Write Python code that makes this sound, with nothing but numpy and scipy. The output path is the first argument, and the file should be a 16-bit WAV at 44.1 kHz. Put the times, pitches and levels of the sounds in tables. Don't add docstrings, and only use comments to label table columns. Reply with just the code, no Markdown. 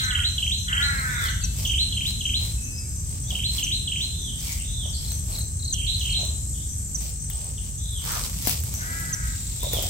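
import sys
import numpy as np
from scipy import signal
from scipy.fft import rfft, irfft, next_fast_len
from scipy.io import wavfile
from scipy.ndimage import uniform_filter1d

SR = 44100
rng = np.random.default_rng(int(sys.argv[2]) if len(sys.argv) > 2 else 0)


def store_wav(level_fs):
    pcm = np.round(np.clip(np.atleast_2d(level_fs), -1, 1) * 32767)
    wavfile.write(sys.argv[1], SR, pcm.T.astype(np.int16))


def decibels_to_gain(level_db):
    exponent = np.asarray(level_db, float) / 20
    return 10 ** exponent


N = 436149
T = np.arange(N) / SR
SIZE = next_fast_len(N + SR)
HZ = np.arange(SIZE // 2 + 1) * SR / SIZE + 1e-3


def unit(x):
    return x / np.sqrt(np.mean(x ** 2))


def on_log(hz, table):
    f, v = np.transpose(table)
    return np.interp(np.log(hz), np.log(f), v)


def tint(x, gain):
    return irfft(rfft(x, SIZE) * gain, SIZE)[..., :N]


def bell(hz, octaves):
    return np.exp(-.5 * (np.log2(HZ / hz) / octaves) ** 2)


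def walk(rate_hz):
    k = int(SR / rate_hz)
    held = np.repeat(rng.standard_normal(N // k + 1), k)
    return unit(uniform_filter1d(uniform_filter1d(held, k), k)[:N])


def sides(pan_db):
    return decibels_to_gain(np.array([[pan_db], [-pan_db]]) / 2)


def bouts(start_s, length_s, db, rest_db, rise_s, fall_s):
    coarse_t = T[::64]
    t = coarse_t - np.reshape(start_s, (-1, 1))
    overtime = np.maximum(t - np.reshape(length_s, (-1, 1)), 0)
    shape = np.exp(np.minimum(t, 0) / rise_s - overtime / fall_s)
    power = np.sum((decibels_to_gain(np.reshape(db, (-1, 1))) * shape) ** 2, axis=0)
    return np.interp(T, coarse_t, np.sqrt(decibels_to_gain(rest_db) ** 2 + power))


def arrive(lag_ms):
    return np.exp(-1j * np.pi * HZ * lag_ms / 1000 * np.array([[1], [-1]]))


def woods(x, direct_db, wet_db, t60_s, lag_ms):
    t = T[:SR]
    echo = rng.standard_normal((2, SR)) * decibels_to_gain(2.6 * rng.standard_normal((2, SR)))
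    echo = echo * decibels_to_gain(-60 * t / t60_s) * np.clip(t / 0.012, 0, 1)
    echo = echo / np.sqrt(np.sum(echo ** 2, axis=1, keepdims=True))
    return tint(x, decibels_to_gain(direct_db) * arrive(lag_ms) + decibels_to_gain(wet_db) * rfft(echo, SIZE))


def whistle(out, rows, pan_db=0.):
    s, hz, db = np.transpose(rows)
    a, b = np.clip((s[[0, -1]] * SR).astype(int), 0, N)
    t = T[a:b]
    edge = np.clip(np.minimum(t - s[0], s[-1] - t) / 0.00044, 0, 1)
    phase = 2 * np.pi * np.cumsum(np.interp(t, s, hz)) / SR
    out[:, a:b] += sides(pan_db) * edge * decibels_to_gain(np.interp(t, s, db)) * np.sin(phase)


def falls(events, span, length_s):
    out = np.zeros((2, N))
    for s, db, hz, *pan_db in events:
        rows = [(s - .002, hz * (1 + span), db - 4.0),
                (s + 0.41 * length_s, hz * (1 + 0.11 * span), db),
                (s + length_s, hz * (1 - 0.6 * span), db - 8.5)]
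        whistle(out, rows, *pan_db)
    return out


def air():
    # (frequency [Hz], level [dB per Hz])
    spectrum = [(20, -57), (38, -4), (56, 2.5), (85, 0), (146, -9), (350, -31), (900, -45.5), (1760, -43.5),
                (3400, -63), (4800, -40), (6500, -28), (9200, -43.5), (10700, -35), (16000, -61)]
    # (frequency [Hz], correlation [-1..1])
    likeness = [(60, 0.96), (130, 0.95), (290, 0.68), (640, 0.25), (1410, -0.26), (3100, 0.38),
                (6820, -0.084), (15000, -0.014)]
    # (time [s], level [dB])
    road = [(0.0, -29.5), (1.21, -28.5), (3.14, -31.5), (6.36, -30), (7.3, -32), (8.3, -30.5),
            (9.89, -30.5)]
    swell_db = walk(0.993)
    road_db = np.interp(T, *np.transpose(road)) + 30.5
    alike = np.clip(on_log(HZ, likeness), -.9, .99)
    noise = rfft(rng.standard_normal((2, SIZE))) * decibels_to_gain(on_log(HZ, spectrum))
    mid, side = noise * np.sqrt([1 + alike, 1 - alike])
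    out = 0
    for hz in 28 * 2 ** np.arange(0, 9.6, .5):
        band = irfft(np.array([mid + side, mid - side]) * bell(hz, 0.38), SIZE)[:, :N]
        common_db = road_db if hz < 220 else swell_db
        out = out + band * decibels_to_gain(common_db + 1.64 * walk(6))
    return unit(out) * decibels_to_gain(-29.5)


def insects():
    # (pitch [Hz], band width [octaves], nearest singer's width [octaves], wing-stroke or
    # pulse rate [Hz], stroke sharpness, left minus right [dB])
    choirs = [
        (8165, 0.042, .002, 90.5, 2.0, 3.5),
        (7605, 0.03, .003, 76, 1.5, 1),
        (7110, 0.03, .02, 33, 0.64, 15),
        (11410, 0.04, .035, 230, 0.64, -3.5),
        (6150, 0.085, .06, 64, 1.0, 6.5),
    ]
    # (time [s], first level [dB], second level [dB], third level [dB])
    drone = [(0.0, -39, -41, -50.5), (3.0, -39, -42, -52.5), (5.6, -37.5, -41, -53),
             (6.55, -38, -39.5, -45.5), (7.4, -37.5, -43, -52.5), (8.84, -39.5, -40.5, -50),
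             (9.89, -37, -38.5, -45)]
    # (start [s], length [s], level [dB])
    cricket = [(.15, 0.61, -50), (1.1, .55, -50.5), (1.85, 1.2, -51.5), (3.4, 0.38, -50), (4.15, 0.42, -53),
               (4.96, 0.44, -47.5), (5.75, .4, -51), (6.4, 0.56, -50), (7.967, 1.17, -47), (9.6, .4, -54)]
    # (time [s], peak level [dB])
    faint_chips = [(.02, -45), (.3, -43), (.45, -41.5), (.59, -40), (.84, -45), (1.131, -47), (1.3, -41),
                   (1.43, -50), (1.668, -39.5), (2.24, -41), (2.64, -41), (2.961, -45), (3.25, -43), (3.65, -41),
                   (3.98, -43), (4.2, -41), (4.69, -49), (4.85, -43), (5.12, -39.5), (5.4, -48), (5.7, -48),
                   (6.0, -43), (6.2, -39), (6.69, -41), (6.97, -40.5), (7.2, -43), (7.79, -48), (8.1, -42),
                   (8.75, -40.5), (9.14, -47)]
    s, *columns = np.transpose(drone)
    gains = [decibels_to_gain(np.interp(T, s, db)) for db in columns]
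    gains.append(bouts(*np.transpose(cricket), rest_db=-62, rise_s=.12, fall_s=.07))
    chip_s, chip_db = np.transpose(faint_chips)
    gains.append(bouts(chip_s, .05, chip_db, rest_db=-50, rise_s=.012, fall_s=.06))
    out = 0
    for (hz, octaves, pure, stroke_hz, sharp, pan_db), gain in zip(choirs, gains):
        phase = 2 * np.pi * np.cumsum(stroke_hz * (1 + 0.0102 * walk(2))) / SR
        strokes = np.exp(sharp * (0.5 * np.cos(phase) + 0.62 * np.cos(phase / 2)))
        bands = np.array([bell(hz, pure), bell(hz, octaves), bell(hz, octaves)])
        near, *far = map(unit, tint(rng.standard_normal((3, N)), bands))
        choir = woods(unit(strokes * near), -1.6, 1, 0.38, -0.4745) + 1.35 * np.array(far)
        out = out + sides(pan_db) * gain * unit(choir)
    return out


def crow():
    # (start [s], length [s], highest pitch [Hz], sag [Hz per s], level [dB])
    caws = [
        (-.32, 0.46, 284, 141.4, -32),
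        (0.664, 0.58, 286.8, 150.3, -30),
        (8.766, 0.49, 332.6, 25.1, -40.5),
    ]
    # (frequency [Hz], level [dB])
    beak = [(500, -34), (850, -15), (1150, -8), (1500, 11.5), (1800, 4.5), (2100, 5.5), (2350, -8.5),
            (2700, -15), (3500, -54)]
    rise_s, rise_hz, attack_s, release_s = .17, 59.9, 0.054, 0.068
    push_peak_db, push_s = 4, 0.072
    out, shake = np.zeros(N), walk(120)
    rasp = unit(tint(rng.standard_normal(N), decibels_to_gain(on_log(HZ, beak))))
    for s, length, top_hz, sag, db in caws:
        a, b = int(max(s, 0) * SR), int((s + length + 3 * release_s) * SR)
        t = T[a:b] - s
        before = np.maximum(rise_s - t, 0) / rise_s
        after_s = np.maximum(t - rise_s, 0)
        hz = top_hz - rise_hz * before ** 2 - sag * after_s
        hoarse = .01 + .008 * (-28.0 - db) + .45 * before ** 2 + .42 * after_s
        push_db = push_peak_db * np.exp(-((before * rise_s + after_s) / push_s) ** 2)
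        release = np.exp(-(np.maximum(t - length, 0) / release_s) ** 2)
        gain = decibels_to_gain(db + push_db) * np.clip(t / attack_s, 0, 1) * release
        phase = 2 * np.pi * np.cumsum(hz * (1 + .08 * hoarse * shake[a:b])) / SR
        voice = unit(sum(decibels_to_gain(on_log(k * hz, beak)) * np.cos(k * phase + k * k) for k in range(2, 12)))
        share = np.clip(1.5 * hoarse, 0, .9)
        out[a:b] = (np.sqrt(1 - share) * voice + np.sqrt(share) * rasp[a:b]) * gain
    return woods(out, -1.0, -2.0, 0.51, -0.34)


def wren():
    # (onset [s], peak level [dB], long note over short ones [dB], left minus right [dB],
    # direct sound as the bird turns [dB])
    phrases = [(0.109, -19, -6.5, -2.5, 0), (0.384, -19.5, -7, -1, -0.5), (0.686, -18, -8, -2, -0.5),
               (1.654, -16.5, -8, -2, -3.5), (1.9272, -19.5, -7, 0.5, -2), (2.2112, -19.5, -6, 0.5, -1),
               (3.309, -22, -4.5, -2.5, -1), (3.5857, -17.5, -9.5, -0.5, -3), (3.878, -19, -8, -2, -1.5),
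               (5.7365, -20.5, -3.5, -4, -10.5), (6.0108, -19, -5, -1, -6)]
    earlier = (-.165, -22, -3, -2, -2)
    # (time after onset [s], pitch [Hz], level [dB])
    notes = [
        [(-.004, 3560, -4), (.002, 3132, -0.5), (.008, 2830, -7.5), (.014, 2730, -21)],
        [(.037, 2205, -31), (.043, 2842, -2.5), (.047, 3188, 1), (.052, 3102, -4), (.057, 2730, -7)],
        [(.080, 2160, -16), (.086, 2845, -5), (.091, 3180, -6.5), (.096, 3123, 3), (.102, 3150, -50)],
        [(.122, 2060, -12.5), (.128, 2950, 2.5), (.136, 3510, 6), (.144, 3900, 8), (.156, 4140, 3),
         (.185, 4073, -5.5), (.24, 4047, -14)],
    ]
    lead = SR // 5
    out, direct = np.zeros((2, 2, N))
    chance = rng.standard_normal((len(phrases) + 1, 2, 4))
    for (s, db, top_db, pan_db, facing_db), (detune, effort) in zip([earlier, *phrases], chance):
        for k, note in enumerate(notes):
            note_db = db + top_db * (k == 3) + 0.34 * effort[k]
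            rows = np.array(note) * [1, 1 + 0.00606 * detune[k], 1] + [s + lead / SR, 0, note_db]
            whistle(out, rows, pan_db)
            whistle(direct, rows + [0, 0, facing_db], pan_db)
    flutter = 1 + .2 * walk(150)
    echoes = woods(out * flutter, direct_db=-99, wet_db=-2.5, t60_s=0.54, lag_ms=0)
    heard = echoes + tint(direct * flutter, arrive(-0.371))
    return np.pad(heard[:, lead:], ((0, 0), (0, lead)))


def feet():
    # (start [s], length [s], leaf crackle [dB], ground scuff [dB])
    steps = [(0.0, 0.035, -47.5, -60), (.4, 0.043, -56, -61), (0.808, 0.33, -52, -58.5),
             (1.22, 0.04, -45, -57), (1.587, 0.068, -45, -53), (2.08, 0.017, -48.5, -68),
             (2.418, 0.071, -48, -54.5), (3.11, 0.066, -55, -63), (3.314, 0.05, -50, -52.5),
             (3.55, 0.041, -44, -54.5), (4.02, 0.024, -54, -58), (4.432, 0.11, -44, -59),
             (4.858, 0.035, -64, -53), (5.03, 0.12, -52, -58), (5.307, 0.066, -50, -50.5),
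             (5.994, .08, -51, -65), (6.197, 0.11, -58, -51), (7.014, 0.076, -49.5, -55.5),
             (7.336, 0.16, -55.5, -54), (7.656, .03, -56.5, -63), (8.067, 0.19, -42.5, -50),
             (8.347, 0.09, -48.5, -60), (8.48, 0.03, -36, -45.5), (8.656, 0.48, -50.5, -55.5),
             (9.247, 0.36, -51.5, -77), (9.64, 0.044, -48.5, -52), (9.742, 0.054, -42, -41.5),
             (9.853, 0.045, -43.5, -48)]
    # (frequency [Hz], level [dB per Hz])
    leaf_spectrum = [(530, -24), (900, -4.5), (1590, -9.5), (2220, 0.5), (3730, 3), (5550, 7), (8550, 0),
                     (15100, 2), (16000, 1)]
    # (time [s], peak level [dB], left minus right [dB])
    twigs = [(1.2395, -26, 9), (1.5886, -32, 5), (2.0795, -27, 11), (5.1185, -25, 9), (5.388, -22, 8),
             (6.2517, -29, 7), (7.02, -29, 8), (7.3003, -22, 10), (8.051, -22, -3), (8.1189, -19, -8),
             (8.424, -20, -3), (8.472, -6.5, 11), (8.495, -9, 4), (8.451, -25, 0), (8.51, -21, 1),
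             (8.525, -19, 3), (8.603, -25, -10), (8.637, -23, -12), (8.652, -35, -5), (8.668, -29, -8),
             (8.74, -18, 4), (8.999, -26, 15), (9.6328, -20, 5), (9.722, -26, 0), (9.7335, -10.5, 2.0),
             (9.825, -15, 4)]
    # (time [s], peak level [dB], ring [Hz])
    heels = [(1.62, -48, 520), (3.326, -41, 714), (4.858, -39, 616), (6.191, -39, 725), (6.232, -32.5, 640),
             (8.168, -33.5, 700), (8.472, -27.5, 740), (8.473, -21.5, 248), (9.631, -33.5, 447),
             (9.632, -29.5, 990), (9.644, -31, 636), (9.667, -30, 563), (9.735, -25, 483),
             (9.752, -38, 700), (9.769, -30, 665), (9.787, -26, 620), (9.800, -36, 750), (9.824, -39, 600),
             (9.840, -30, 644), (9.858, -36, 700)]
    rise_s, fall_s = 0.036, 0.059
    s, length, leaf_db, scuff_db = np.transpose(steps)
    sizes = np.minimum(rng.exponential(size=N // 40 + 1), 3.5).repeat(40)[:N]
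    grains = rng.standard_normal((2, N)) * decibels_to_gain(3.1 * sizes)
    leaves = unit(tint(grains, decibels_to_gain(on_log(HZ, leaf_spectrum)))) * decibels_to_gain(11.0)
    leaves = leaves * bouts(s, length, leaf_db, -61, rise_s, fall_s)
    scuff = unit(tint(rng.standard_normal((2, N)), bell(495, 0.8))) * decibels_to_gain(2)
    scuff = scuff * bouts(s, length, scuff_db, -68, rise_s, fall_s)
    drag = unit(tint(grains, bell(1200, 0.42))) * bouts(8.11, 0.046, -35.5, -100, rise_s, fall_s)
    hits, thuds, t = np.zeros((2, N + 4000)), np.zeros(N + 4000), T[:4000]
    snap = np.exp(-t / 0.0012) + 0.2 * np.exp(-t / 0.028)
    for (s, db, pan_db), burst in zip(twigs, rng.standard_normal((len(twigs), 2, 4002))):
        woody_body = decibels_to_gain(-13) * uniform_filter1d(burst, size=7)[:, 2:] * 3
        crack = .5 * np.diff(burst, n=2) + woody_body
        a = int(s * SR)
        hits[:, a:a + 4000] += decibels_to_gain(db - 2.5) * sides(pan_db) * crack * snap
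    thump = np.exp(-t / 0.0042) * (1 - np.exp(-t / 0.00016))
    for s, db, hz in heels:
        a = int(s * SR)
        thuds[a:a + 4000] += decibels_to_gain(db + 6.5) * np.sin(2 * np.pi * hz * t) * thump
    cracks = tint(hits[:, :N], HZ ** 2 / (HZ ** 2 + 900 ** 2))
    return leaves + scuff + drag + cracks + woods(thuds[:N], -1.4, -10, 0.17, 0.36)


def chipping_birds():
    # (time [s], peak level [dB], centre [Hz], left minus right [dB])
    chips = [(0.038, -21.5, 6070, 6), (0.5801, -28, 6330, 6), (0.82, -40, 6560, 18), (1.135, -33, 6200, 4),
             (1.675, -26, 6300, 8), (2.2, -30, 6300, 4), (7.975, -34, 6100, -6), (1.4391, -16, 6000, 6),
             (2.6424, -30, 6420, -2), (2.7806, -31, 5460, 12), (3.2236, -34, 5960, 9),
             (3.6356, -16, 6110, 1.0), (4.3899, -33, 6150, 11), (4.5211, -26, 6700, 11),
             (4.6813, -32, 6150, 1), (4.8923, -36, 5440, 12), (5.4136, -29, 6200, 6.5),
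             (5.5922, -37, 6200, -5), (5.6426, -26, 6260, 1), (5.7279, -12.5, 6200, 0),
             (6.9476, -16.5, 5950, -5), (7.7797, -31, 6300, -8), (8.74, -29, 5980, -9),
             (9.1301, -14.5, 6050, -3)]
    return woods(falls(chips, 0.103, 0.0179), -5.0, -17.5, 0.94, -0.19)


def trilling_bird():
    # (time [s], peak level [dB])
    trill = [(.984, -29.5), (1.011, -31.5), (1.26, -30), (1.288, -26), (5.0474, -32.5), (5.08, -32),
             (5.107, -30), (5.327, -33), (5.351, -29), (5.381, -28.5), (5.408, -29), (5.596, -36),
             (5.6257, -31), (5.6522, -28), (5.68, -26), (5.707, -29), (5.8656, -30), (5.9453, -23.5),
             (5.974, -42), (6.103, -29), (6.129, -23.5)]
    pitch_hz = 4024 * (1 + 0.01 * rng.standard_normal(len(trill)))
    events = [(s, db, hz) for (s, db), hz in zip(trill, pitch_hz)]
    return woods(falls(events, 0.095, 0.0115), -0.29, -4.5, 0.4, 0.28)


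def slurring_birds():
    # (lowest point [s], peak level [dB], lowest pitch [Hz], pitch where the fall starts [Hz], fall [s])
    slurs = [
        (1.297, -33, 2780, 3640, 0.096),
        (4.31, -33.5, 2920, 3590, 0.091),
        (4.862, -33.5, 2950, 3650, .10),
        (8.008, -36.5, 2870, 3540, .10),
        (9.797, -29.5, 2950, 3630, 0.082),
    ]
    # (start [s], length [s], pitch [Hz], level [dB])
    level_whistles = [
        (1.43, 0.016, 2650, -40),
        (2.581, 0.12, 2600, -47),
        (2.787, 0.051, 2300, -58),
        (2.728, 0.083, 5050, -43),
    ]
    # (time [s], pitch [Hz], level [dB])
    upward = [(3.235, 3290, -60), (3.27, 3380, -43), (3.3, 3980, -38)]
    buzz_s, buzz_hz, buzz_db, bend_s = .13, 3750, -4.5, .06
    clear, buzz = np.zeros((2, 2, N))
    whistle(clear, upward)
    along = np.linspace(0, 1, num=9)
    for s, db, end_hz, top_hz, length in slurs:
        start = s - length
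        fall_hz = top_hz - (top_hz - end_hz) * along ** (length / bend_s)
        fall_db = db - 9 * (2 * along - 1) ** 4
        whistle(clear, np.transpose([start + length * along, fall_hz, fall_db]), -3)
        arch = [(start - buzz_s, 3540, db - 15),
                (start - 0.67 * buzz_s, buzz_hz - 100, db + buzz_db),
                (start - 0.233 * buzz_s, buzz_hz, db + buzz_db),
                (start + 0.0144, top_hz, db - 5)]
        whistle(buzz, arch, -3)
    for s, length, hz, db in level_whistles:
        end = s + length
        whistle(clear, [(s - .01, hz, db - 15), (s, hz, db), (end, hz, db), (end + 0.0081, hz, db - 10)])
    burr = walk(800)
    return woods(clear * (1 + .3 * burr) + buzz * burr, -3, 0.98, 1.0, -0.35)


def far_birds():
    # (time [s], peak level [dB], centre [Hz])
    chirps = [(1.41, -29.5, 4080), (4.48, -33, 2105), (4.93, -28, 4280), (4.96, -33, 5170),
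              (6.54, -39.5, 3190), (6.6, -39.5, 3410), (4.59, -36, 2760)]
    return woods(falls(chirps, .17, .022), -9, 0, .55, .3)


def plunging_bird():
    # (time [s], peak level [dB], centre [Hz])
    plunges = [
        (7.304, -37.5, 3120),
        (7.576, -36, 3040),
    ]
    run = [(9.277 + k * .047, -40, 3850) for k in range(7)]
    return woods(falls([*plunges, *run], 0.222, 0.016), direct_db=-3, wet_db=-1, t60_s=.7, lag_ms=.33)


def scene():
    small_birds = chipping_birds() + trilling_bird() + slurring_birds() + far_birds() + plunging_bird()
    return air() + insects() + crow() + wren() + feet() + small_birds


def low_pass(x):
    return signal.sosfilt(signal.butter(12, 16500, fs=SR, output="sos"), x)


def record(dry):
    rounded = .75 * np.tanh(dry / .75)
    top_hz = 15850
    mix = tint(rounded, 1 / (1 + (HZ / top_hz) ** 300))
    return low_pass(mix)


dry = scene()
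out = record(dry)
store_wav(out)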